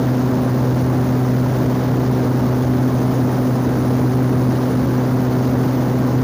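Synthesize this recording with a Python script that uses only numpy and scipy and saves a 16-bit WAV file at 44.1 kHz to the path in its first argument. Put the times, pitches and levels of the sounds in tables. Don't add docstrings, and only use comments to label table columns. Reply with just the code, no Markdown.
import sys
import numpy as np
from scipy import signal
from scipy.fft import rfft, irfft, next_fast_len
from scipy.io import wavfile
from scipy.ndimage import uniform_filter1d, map_coordinates

SR = 44100
rng = np.random.default_rng(int(sys.argv[2]) if len(sys.argv) > 2 else 0)


def wav_record(signal):
    frames = np.transpose(np.atleast_2d(signal))
    bounded = np.clip(frames, -1, 1)
    quanta = np.round(bounded * 32767).astype(np.int16)
    wavfile.write(sys.argv[1], SR, quanta)


def linear_from_db(decibels):
    return 10 ** (np.asarray(decibels, float) / 20)


N = 274743


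def unit(x):
    return x / np.sqrt(np.mean(x ** 2) + 1e-20)


def wobble(rate):
    knots = rng.standard_normal(int(N * rate / SR) + 4)
    return map_coordinates(knots, [np.arange(N) * rate / SR])


def filtered(x, response):
    m = next_fast_len(N + SR // 2)
    return irfft(rfft(x, m) * response(np.fft.rfftfreq(m, 1 / SR)), m)[:N]


def rush(spectrum, patchy_db):
    cells = signal.stft(rng.standard_normal(N + 512), nperseg=512)[2]
    patches = uniform_filter1d(rng.standard_normal(cells.shape), size=10, axis=0)
    patches = uniform_filter1d(patches, size=3, axis=1)
    noise = signal.istft(cells * linear_from_db(patchy_db * unit(patches)), nperseg=512)[1][:N]
    f, db = np.transpose(spectrum)

    def colour(hz):
        return linear_from_db(np.interp(np.log(hz + 1), np.log(f), db, -120, -120))

    return unit(filtered(noise, colour))


def saturate(x, top, knee):
    return x / (1 + np.abs(x / top) ** knee) ** (1 / knee)


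def propeller():
    # multiple of the shaft rate [1], level/dB rms
    orders = [(4, -16.5), (5, -36.5), (8, -23), (12, -33.5), (16, -39.5), (20, -44.5), (24, -45),
              (27, -48.5), (32, -51.5), (44, -78), (48, -65), (50, -54.5)]
    shaft_hz = 31.6
    sweep, sway, flutter_db = 0.72, 0.02, 0.6
    turn = 2 * np.pi * shaft_hz * np.arange(N) / SR + sway * wobble(2.14)
    tones = np.zeros(N)
    for k, db in orders:
        blade = k / 4
        lag = sweep * blade * (blade - 1)
        level = linear_from_db(db + flutter_db * wobble(2.93))
        tones += level * np.sqrt(2) * np.cos(k * turn - lag)
    return tones


def airflow(gust, aim_db):
    # f/Hz, level/dB per Hz
    buffet_spectrum = [(8, -30), (20, -29), (38, -10), (50, -1.5), (70, 7.5), (95, 2.5), (115, -34),
                       (200, -44.5)]
    # f/Hz, level/dB per Hz
    skin_spectrum = [(60, -24), (110, 4), (160, 0.5), (185, -2), (240, 0.5), (310, -1), (370, -10),
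                     (450, -7), (700, -12.5), (1000, -16), (1500, -22.5), (2000, -28), (2800, -41),
                     (5000, -76)]
    # f/Hz, level/dB per Hz
    vent_spectrum = [(1000, -3.5), (2700, 3.5), (5000, 4), (6600, 3), (7000, -3.5), (8300, -14),
                     (11000, -16), (13000, -11), (16000, -12)]
    buffet = linear_from_db(-23 + 0.072 * aim_db) * rush(buffet_spectrum, patchy_db=2)
    roar = linear_from_db(-20.5 + 0.15 * gust) * rush(skin_spectrum, patchy_db=0)
    vent = linear_from_db(-44.6 + 0.66 * gust) * rush(vent_spectrum, patchy_db=1.14)
    return buffet + roar + vent


def turbine(gust, aim_db):
    # f/Hz, level/dB per Hz
    intake_spectrum = [(5180, -42), (8800, -7), (9240, -2.5), (9500, 0), (9810, 8), (10200, 0.5),
                       (10600, -5), (10900, -8), (14200, -39), (22000, -120)]
    # f/Hz, level/dB per Hz
    port_spectrum = [(12500, -30), (13850, -17), (14000, -11), (14400, -3.5), (14680, 0), (14950, -4),
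                     (15150, -5), (15450, -11), (16000, -20)]
    whine_hz, gear_hz = 9799.4, 3003
    t = np.arange(N) / SR
    whine = np.sqrt(2) * np.cos(2 * np.pi * whine_hz * t + 0.73 * wobble(6.1))
    whine *= linear_from_db(-62 + aim_db + 2.5 * wobble(20))
    gear = linear_from_db(-66) * np.sqrt(2) * np.cos(2 * np.pi * gear_hz * t + 1.5 * wobble(15))
    intake_db = -55.5 + 0.15 * aim_db + 0.53 * gust + 0.7 * wobble(35)
    intake = linear_from_db(intake_db) * rush(intake_spectrum, patchy_db=2.0)
    port_db = -49 + 0.5 * gust + 0.6 * wobble(35)
    port = linear_from_db(port_db) * rush(port_spectrum, patchy_db=0.8)
    return whine + gear + intake + port


def scene():
    # t/s, exposure level/dB
    aim = [
        (0, -4),
        (1.05, 2),
        (1.5, -6),
        (2.6, -5),
        (2.95, 4),
        (3.5, 2),
        (3.9, 5),
        (4.55, 4),
        (4.95, -2),
        (6.23, -5),
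    ]
    seconds, exposure_db = np.transpose(aim)
    aim_db = np.interp(np.arange(N) / SR, seconds, exposure_db)
    gust = wobble(30)
    return (propeller() + airflow(gust, aim_db) + turbine(gust, aim_db))[None]


def low_pass(x):
    return signal.sosfilt(signal.butter(12, 16680, fs=SR, output="sos"), x)


def record(dry):
    # f/Hz, level/dB per Hz
    hiss_spectrum = [(2000, 9), (6500, 6.5), (7500, 4.5), (9000, -4), (12000, 7.5), (15000, 5)]
    x = saturate(dry[0] + 0.045, top=0.37, knee=5)
    cut_hz, damping = 150, 1.41
    x = filtered(x - x.mean(), lambda f: -f * f / (cut_hz ** 2 - f * f + 1j * damping * cut_hz * f))
    shake_hz = 26.4
    shake = np.sqrt(2) * np.sin(2 * np.pi * shake_hz * np.arange(N) / SR)
    shake *= linear_from_db(-52.5 + 1.6 * wobble(6))
    x = saturate(linear_from_db(2.5) * x + shake, top=0.55, knee=2.9)
    hiss = linear_from_db(-53.5) * rush(hiss_spectrum, patchy_db=0.8)
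    top_hz = 15480
    x = filtered(x + hiss, lambda f: f < top_hz)
    return low_pass(x[None])


dry = scene()
out = record(dry)
wav_record(out)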